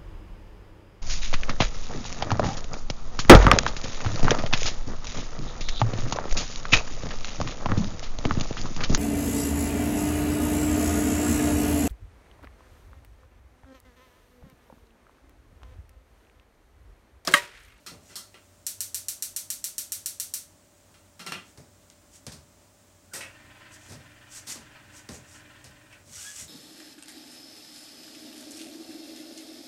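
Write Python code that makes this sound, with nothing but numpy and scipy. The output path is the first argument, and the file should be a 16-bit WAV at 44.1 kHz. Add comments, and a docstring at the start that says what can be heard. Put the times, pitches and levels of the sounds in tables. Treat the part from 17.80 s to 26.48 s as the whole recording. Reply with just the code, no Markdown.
"""Lighting a gas grill

In a small hard-walled kitchen a control is pushed in, gas hisses as filtered noise, and thirteen sparks,
short decaying oscillations with echoes, precede the control's spring back. Slippers shuffle on a hollow
floor: noise bursts excite its resonances, and swells of noise form the scuffs. A small geared motor
(perhaps a vent flap) clacks in, whirrs for about three seconds as throbbing noise with a hum, and stops."""
import sys
import numpy as np
from scipy import signal
from scipy.fft import rfft, irfft, next_fast_len
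from scipy.io import wavfile
from scipy.ndimage import map_coordinates

SR = 44100
rng = np.random.default_rng(int(sys.argv[2]) if len(sys.argv) > 2 else 0)


def generate_wav(sig):
    """Save sig (samples, or channels by samples) to the path in sys.argv[1] as 16-bit PCM at SR."""
    pcm = np.round(np.clip(np.atleast_2d(sig).T, -1, 1) * 32767).astype(np.int16)
    wavfile.write(sys.argv[1], SR, pcm)


N = 382788

# Decay of the kitchen's echoes. Each row: frequency in Hz, time to fall by 60 dB in seconds.
KITCHEN_DECAY = [(100, 0.35), (500, 0.41), (2000, 0.31), (6000, 0.28), (10000, .26), (15000, 0.22)]
# Spectrum of the room air. Each row: frequency in Hz, relative level in dB per Hz.
AIR_SPECTRUM = [(25, -24), (55, 0.5), (76, -6.5), (93, 10), (118, -9.5), (160, -5.5), (290, -5), (450, -13),
                (620, -11), (1000, -14.5), (2800, -21), (7000, -22), (9800, -24.5), (10600, -27),
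                (15800, -28.5)]
# Tones of a fan. Each row: frequency in Hz, level in dB.
FAN_TONES = [(93, -97), (581, -70.5), (630, -77)]
# Spectrum of the escaping gas. Each row: frequency in Hz, relative level in dB per Hz.
GAS_SPECTRUM = [(2000, -71), (5000, 5.5), (7500, 13), (9700, 5.5), (10500, -29), (15500, 2.5)]

# Spectrum of a hard contact. Each row: frequency in Hz, relative level in dB per Hz before the tilt.
SNAP_SPECTRUM = [(1500, -44), (2800, -10.5), (3800, -3), (5500, 0), (7000, -2), (9700, -1), (10500, -11.5),
                 (13000, -5.5), (15800, -24)]
# Contacts of the stove's control. Each row: start in seconds, rise time constant in seconds,
# strength in dB, hardness in dB, weight in dB.
CONTROL_CONTACTS = [(.063, 0.0032, -48, 5.5, -2), (.29, 0.036, -56.5, 0.5, 3.5),
                    (.3555, 0.0033, -52, 14.5, -3.5), (.542, 0.0014, -55.5, -5.5, 2.5),
                    (3.141, .003, -63, -1, -5), (3.393, 0.0057, -47.5, .5, 1.5), (3.463, .003, -41, 0, 0.5),
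                    (3.520, 0.0011, -37.5, -4, -1)]
# Resonances of the stove's front panel. Each row: frequency in Hz, width in Hz, relative level in dB.
PANEL_MODES = [(185, 33, 5.5), (361, 19, -1), (1200, 52, -5), (1355, 75, -0.5), (2010, 22, -4.5),
               (2490, 60, -6), (2770, 130, -2), (3170, 45, -3), (4210, 210, -5.5), (5380, 160, -9)]
# The panel's thud, knock and clack. Each row: lower edge in Hz, upper edge in Hz,
# level in dB relative to strength, change in dB per dB of hardness.
PANEL_REGISTERS = [(132, 790, -4.5, 0), (830, 1860, -1, 0.1), (1960, 3560, 1.5, -0.09)]

# Footfalls. Each row: start in seconds, rise time constant in seconds,
# strength in dB, hardness in dB, weight in dB.
FOOTFALLS = [(.114, .0037, -50.5, -11, -2.5), (3.774, 0.00092, -52, -2.5, 2), (4.466, 0.00039, -47, 1.5, 2),
             (4.519, 0.0022, -56, 8.5, 2.5), (6.085, 0.012, -52, 1.5, 3), (6.12, 0.0013, -49.5, 0, 1.5),
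             (6.668, 0.019, -52.5, 14, -8), (6.756, 0.00081, -51, 1.5, -5), (7.289, .0005, -43, -2.5, -2.5),
             (7.843, 0.0021, -58, 6, 4.5), (8.25, .03, -60, -1, 4.5), (8.6, 0.015, -58, -11, 6.5)]
# Resonances of the hollow floor. Each row: frequency in Hz, width in Hz, relative level in dB.
FLOOR_MODES = [(79, 13, 6), (131, 24, 0), (147, 46, -3), (233, 40, 2), (423, 14, -0.5), (580, 58, -11)]
# The floor's boom and thud, and the sole's slap. Each row: lower edge in Hz, upper edge in Hz,
# level in dB relative to strength, change in dB per dB of hardness.
FLOOR_REGISTERS = [(69, 164, 1, 0), (172, 730, 0, 0), (680, 3640, -3.5, 0.55)]

# Slippers and cloth sliding. Each row: time of the peak in seconds, length in seconds, level in dB.
SCUFF_STROKES = [(0.297, 0.13, -58.5), (3.687, .07, -60.5), (4.356, 0.062, -53), (5.944, 0.042, -50.5),
                 (6.08, 0.16, -56.5), (6.566, 0.086, -42.5), (6.718, 0.062, -37.5), (7.174, 0.074, -50.5),
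                 (7.348, 0.079, -48), (7.542, .13, -54), (8.396, 0.15, -42.5), (8.486, 0.098, -46.5),
                 (8.599, 0.11, -40)]
# Spectrum of the sliding hiss. Each row: frequency in Hz, relative level in dB per Hz.
HISS_SPECTRUM = [(1500, -25), (3000, -23), (4500, -10.5), (5600, -1.5), (7800, -0.5), (9800, -8.5),
                 (10600, -13.5), (12500, -14), (15800, -40)]
# Spectrum of the lower rasp. Each row: frequency in Hz, relative level in dB per Hz.
RASP_SPECTRUM = [(200, -29), (600, -24.5), (1500, -11.5), (3000, -9.5), (5000, -13), (9000, -28)]
SCUFF_RISE_SHARE, RASP_DB = 0.55, -8  # share of a stroke spent speeding up; rasp relative to hiss

# Paths of the crack out of the grill and off its nearest walls. Each row: delay in seconds, gain as a factor.
CRACK_PATHS = [(0, 0.37), (.00071, 0.54), (.00142, 0.53)]
# Spectrum of the spark as it fills the room. Each row: frequency in Hz, relative level in dB per Hz.
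SPARK_SPECTRUM = [(300, -40.5), (900, -32.5), (1400, -20), (2600, -18), (4300, -9), (5200, -10), (5800, -3),
                  (6600, -5), (9600, -2.5), (10500, -7.5), (12700, -5.5), (15800, -16.5)]
# the igniter recharges at a fixed pace and fires sparks of nearly equal strength
FIRST_SPARK_S, RECHARGE_S, SPARK_COUNT = .8663, .13935, 13
SPARK_DB = -12.8

# Small dry ticks close by. Each row: start in seconds, peak level in dB.
DRY_TICKS = [(4.101, -31.5), (4.467, -22.5), (7.289, -37), (7.843, -32.5)]
# Brief stick-slip squeaks. Each row: time of the peak in seconds, length in seconds, pitch in Hz,
# level of the fundamental in dB, level of its overtone in dB.
STICK_SLIPS = [(5.329, .012, 1500, -48, -68), (8.39, .018, 1480, -52, -60), (8.478, .03, 1670, -44, -48)]

# Clacks as the motor takes up its load and as it stops. Each row: start in seconds,
# rise time constant in seconds, strength in dB, hardness in dB, weight in dB.
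LATCH_CLACKS = [(5.3335, 0.017, -43.5, 7, 9.5), (5.405, 0.0098, -45.5, -0.5, -1), (8.125, .003, -59, -1, 0)]
# Resonances of the flap. Each row: frequency in Hz, width in Hz, relative level in dB.
FLAP_MODES = [(382, 89, -9), (540, 22, 8), (1900, 80, 5), (2250, 82, 1), (2600, 220, 6), (5800, 450, -9),
              (8250, 1200, -5)]
# The flap's thud, knock and clack. Each row: lower edge in Hz, upper edge in Hz,
# level in dB relative to strength, change in dB per dB of hardness.
FLAP_REGISTERS = [(130, 1020, -10.5, 0), (885, 1500, -4.5, 0.36), (1820, 3600, 5.5, -0.91)]
# Spectrum of the rubbing gears. Each row: frequency in Hz, relative level in dB per Hz.
GEAR_SPECTRUM = [(200, -7.5), (300, -2), (450, -13), (750, -3), (1150, -6), (1400, -0.5), (1850, 1),
                 (2050, -5), (2700, -2), (3500, -10), (5000, -16.5), (8000, -43)]
# The gears' load: they strain once, early on, then settle. 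Each row: time in seconds, level in dB.
GEAR_LOAD_CURVE = [(5.75, -56), (5.87, -51.5), (6.02, -58), (7.1, -56.5), (7.65, -56), (7.9, -59)]
# Tones of the motor's coils. Each row: frequency in Hz, level in dB.
COIL_TONES = [(119.5, -64.5), (300.5, -67), (1516, -74), (1863, -69), (1927, -90), (2477, -76.5)]
MOTOR_ON_S, SPIN_UP_S, MOTOR_OFF_S, RUN_DOWN_S = 5.33, 0.061, 8.15, 0.07

TOP_HZ = 15900  # band limit of the whole sound


def amp(db):
    """Level to amplitude: 20 dB is a factor of ten."""
    return 10 ** (np.asarray(db) / 20)


def unit(x):
    """Normalisation to a root-mean-square of 1."""
    return x / np.sqrt(np.mean(x ** 2) + 1e-20)


def seconds(size):
    """Sampled time: sample index over sampling rate."""
    return np.arange(size) / SR


def along(points, hz):
    """Interpolation of (Hz, value) points on a logarithmic frequency axis."""
    f, v = np.transpose(points)
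    return np.interp(np.log(hz + 1), np.log(f + 1), v)


def wobble(rate):
    """Slow random fluctuation: a smooth curve through normal values, rate of them a second."""
    knots = rng.standard_normal(int(N * rate / SR) + 4)
    return map_coordinates(knots, [seconds(N) * rate])


def coloured(x, spectrum):
    """Minimum-phase filtering: folding the cepstrum onto positive time gives a causal filter."""
    m = 2 * next_fast_len(len(x))
    level_db = along(spectrum, np.fft.rfftfreq(m, 1 / SR))
    cepstrum = irfft(np.log(amp(level_db)), m)
    cepstrum[1:m // 2] *= 2
    cepstrum[m // 2 + 1:] = 0
    response = np.exp(rfft(cepstrum))
    return irfft(rfft(x, m) * response, m)[:len(x)]


def noise(spectrum):
    """Subtractive synthesis: white noise through a spectrum, at rms 1."""
    return unit(coloured(rng.standard_normal(N), spectrum))


def band(x, lo_hz, hi_hz):
    """Causal band-pass filtering."""
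    edges = [lo_hz, min(hi_hz, .49 * SR)]
    sections = signal.butter(N=3, Wn=edges, btype="band", fs=SR, output="sos")
    return signal.sosfilt(sections, x)


def add(track, s, sound):
    """Superposition: a sound is summed into the track from time s."""
    room_left = track[max(round(s * SR), 0):][:len(sound)]
    room_left += sound[:len(room_left)]


def tail(rise=0.00027):
    """Reverberation of energy 1: diffuse noise in which each frequency decays at its own rate."""
    hz, t, z = signal.stft(rng.standard_normal(SR // 2), SR, nperseg=256)
    decay = amp(-60 * t / along(KITCHEN_DECAY, hz)[:, None])
    x = signal.istft(z * decay, SR, nperseg=256)[1][:SR // 2]
    x = x * (1 - np.exp(-seconds(len(x)) / rise))
    return x / np.linalg.norm(x)


def in_room(x, direct_db):
    """Direct and reverberant fields add; dividing by their joint amplitude keeps the power about equal."""
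    echoes = signal.fftconvolve(x, tail())[:len(x)]
    return (amp(direct_db) * x + echoes) / np.hypot(1, amp(direct_db))


def tones(lines, drift, rate):
    """Additive synthesis: steady sinusoids whose phases wander by about drift radians."""
    total = np.zeros(N)
    for hz, db in lines:
        phase = 2 * np.pi * hz * seconds(N) + drift * wobble(rate)
        total += amp(db) * np.sqrt(2) * np.sin(phase)
    return total


def resonate(x, modes):
    """Modal resonance: a body responds as a sum of narrow band-passes."""
    return sum(amp(db) * signal.lfilter(*signal.iirpeak(hz, hz / width, fs=SR), x)
               for hz, width, db in modes)


def blows(rows, modes, voice, body_db, crack_db, crack_life, tilt_db, tilt_per_hardness):
    """Impact excitation: a crack and its echoes, coloured by the body; hardness adds snap and
    changes its tilt (dB per octave), weight feeds the lowest register."""
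    track, t = np.zeros(N), seconds(SR // 2)
    span = .04 * SR  # each part's level is that of its energy gathered into 40 ms
    for s, rise, strength_db, hardness_db, weight_db in rows:
        crack = rng.standard_normal(len(t)) * amp(-60 * t / crack_life)
        sound = unit(tail()) + amp(crack_db) * unit(crack)
        sound = sound * (1 - np.exp(-t / rise))  # a soft contact builds up slowly
        sound = sound + amp(body_db) * resonate(sound, modes)

        parts = []
        for k, (lo, hi, db, share) in enumerate(voice):
            register_db = db + share * hardness_db + (weight_db if k == 0 else 0)
            parts.append((register_db, band(sound, lo, hi)))

        tilt = tilt_db + tilt_per_hardness * hardness_db
        tilted = [(hz, db + tilt * np.log2(hz / SNAP_SPECTRUM[0][0])) for hz, db in SNAP_SPECTRUM]
        parts.append((hardness_db, coloured(sound, tilted)))

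        for db, part in parts:
            add(track, s, amp(strength_db + db) * part * np.sqrt(span / np.sum(part ** 2)))
    return track


def background(air_db=-59, gas_db=-67):
    """Broadband flow noise of air and, once the valve is open, of gas, with a fan's periodic tones."""
    valve = np.interp(seconds(N), [.2, .35], [0, 1])
    gas = valve * amp(gas_db + 0.19 * wobble(3.67)) * noise(GAS_SPECTRUM)
    air = amp(air_db + 0.39 * wobble(18)) * noise(AIR_SPECTRUM)
    fan = tones(FAN_TONES, drift=0.5, rate=12)
    return air + fan + gas


def control():
    """Impacts excite a panel's modes as the control is pushed in and later rattles back against it."""
    return blows(CONTROL_CONTACTS, PANEL_MODES, PANEL_REGISTERS, body_db=8.5, crack_db=2.5,
                 crack_life=0.01, tilt_db=-2, tilt_per_hardness=0.25)


def footsteps():
    """Heels excite the low modes of a hollow floor, and soles slap on it."""
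    return blows(FOOTFALLS, FLOOR_MODES, FLOOR_REGISTERS, body_db=3.5, crack_db=-2.0,
                 crack_life=0.018, tilt_db=-5.5, tilt_per_hardness=0.17)


def scuffs(grain_db=2.0):
    """Sliding friction: fibres catch and slip as a sole speeds up and slows, a hiss over a lower rasp."""
    t, sliding = seconds(N), np.zeros(N)
    for s, length, db in SCUFF_STROKES:
        share = np.where(t < s, SCUFF_RISE_SHARE, 1 - SCUFF_RISE_SHARE)
        sliding += amp(db) * np.exp(-((t - s) / (length * share)) ** 2)
    grain = unit(amp(grain_db * wobble(500)))
    texture = noise(HISS_SPECTRUM) + amp(RASP_DB) * noise(RASP_SPECTRUM)
    return in_room(sliding * grain * texture, direct_db=6.5)


def igniter(crack_hz=7200, crack_life=.00007, direct_db=-1.0, room_db=13.5):
    """Impulsive radiation: sparks share their paths through grill and room; a small share
    changes as the arc wanders."""
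    wander, arc_scatter_db = .4, .8  # amplitude of the changing echoes; spread of the direct crack
    track, t = np.zeros(N), seconds(SR // 2)
    crack = np.zeros(len(t))
    for delay, gain in CRACK_PATHS:
        age = np.maximum(t - delay, 0)
        crack += gain * np.sin(2 * np.pi * crack_hz * age) * np.exp(-age / crack_life)
    crack = band(np.gradient(crack), 3000, 17300)  # a small source radiates its rate of change
    crack = crack / np.abs(crack).max()
    walls = tail(rise=0.000059)
    for s in FIRST_SPARK_S + RECHARGE_S * np.arange(SPARK_COUNT):
        echoes = coloured(walls + wander * tail(), SPARK_SPECTRUM)
        echoes = echoes / np.linalg.norm(echoes)
        arc = amp(direct_db + arc_scatter_db * rng.standard_normal()) * crack
        add(track, s, amp(SPARK_DB) * (arc + amp(room_db) * echoes))
    return track


def ticks(life=0.0011, room_db=-3):
    """Near-field transients: tiny dry snaps of fast-decaying noise, with weaker echoes."""
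    track, t = np.zeros(N), seconds(SR // 2)
    for s, db in DRY_TICKS:
        crack = rng.standard_normal(len(t)) * amp(-60 * t / life)
        snap = band(unit(crack) + amp(room_db) * unit(tail()), 1300, 8600)
        add(track, s, amp(db) * snap / np.abs(snap).max())
    return track


def squeaks():
    """Stick-slip oscillation: surfaces catch for a moment; the pitch is unsteady and rises a little."""
    rough, glide = .9, .8  # phase unsteadiness in radians; share of the pitch gained a second
    t, slips = seconds(N), np.zeros(N)
    for s, length, hz, db, overtone_db in STICK_SLIPS:
        age = t - s
        phase = 2 * np.pi * hz * (age + glide * age ** 2 / 2) + rough * wobble(200)
        wave = amp(db) * np.sin(phase) + amp(overtone_db) * np.sin(2 * phase)
        slips += np.exp(-(age / length) ** 2) * wave
    return in_room(slips, direct_db=7)


def motor(turn_hz=20):
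    """Amplitude modulation: gears rub once a turn of the shaft, never twice alike, over the coils' hum."""
    throb_db, uneven_db = 6, 1.8  # depth of the regular throb and of its irregularity
    t = seconds(N)
    spin_up = np.clip((t - MOTOR_ON_S) / SPIN_UP_S, 0, 1)
    run_down = np.clip(1 - (t - MOTOR_OFF_S) / RUN_DOWN_S, 0, 1)
    running = spin_up * run_down
    load = amp(np.interp(t, *np.transpose(GEAR_LOAD_CURVE)))
    turning = np.sin(2 * np.pi * turn_hz * t + 1.0 * wobble(3.24))
    throb = unit(amp(throb_db * turning + uneven_db * wobble(turn_hz)))
    gears = in_room(running * load * throb * noise(GEAR_SPECTRUM), direct_db=-1.5)
    hum = running * tones(COIL_TONES, drift=0.98, rate=5.8)
    latch = blows(LATCH_CLACKS, FLAP_MODES, FLAP_REGISTERS, body_db=0.5, crack_db=3.5,
                  crack_life=0.042, tilt_db=-5, tilt_per_hardness=0.99)
    return gears + hum + latch


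def scene():
    """Superposition of all the kitchen's sounds at one microphone."""
    stove_and_steps = igniter() + control() + footsteps()
    small_sounds = ticks() + scuffs() + squeaks()
    return (stove_and_steps + small_sounds + motor() + background())[None]


def record(dry):
    """Band limitation: every component from TOP_HZ upward is removed."""
    m = next_fast_len(N + SR // 2)
    kept = np.fft.rfftfreq(m, 1 / SR) < TOP_HZ
    return irfft(rfft(dry, m) * kept, m)[..., :N]


dry = scene()
out = record(dry)
generate_wav(out)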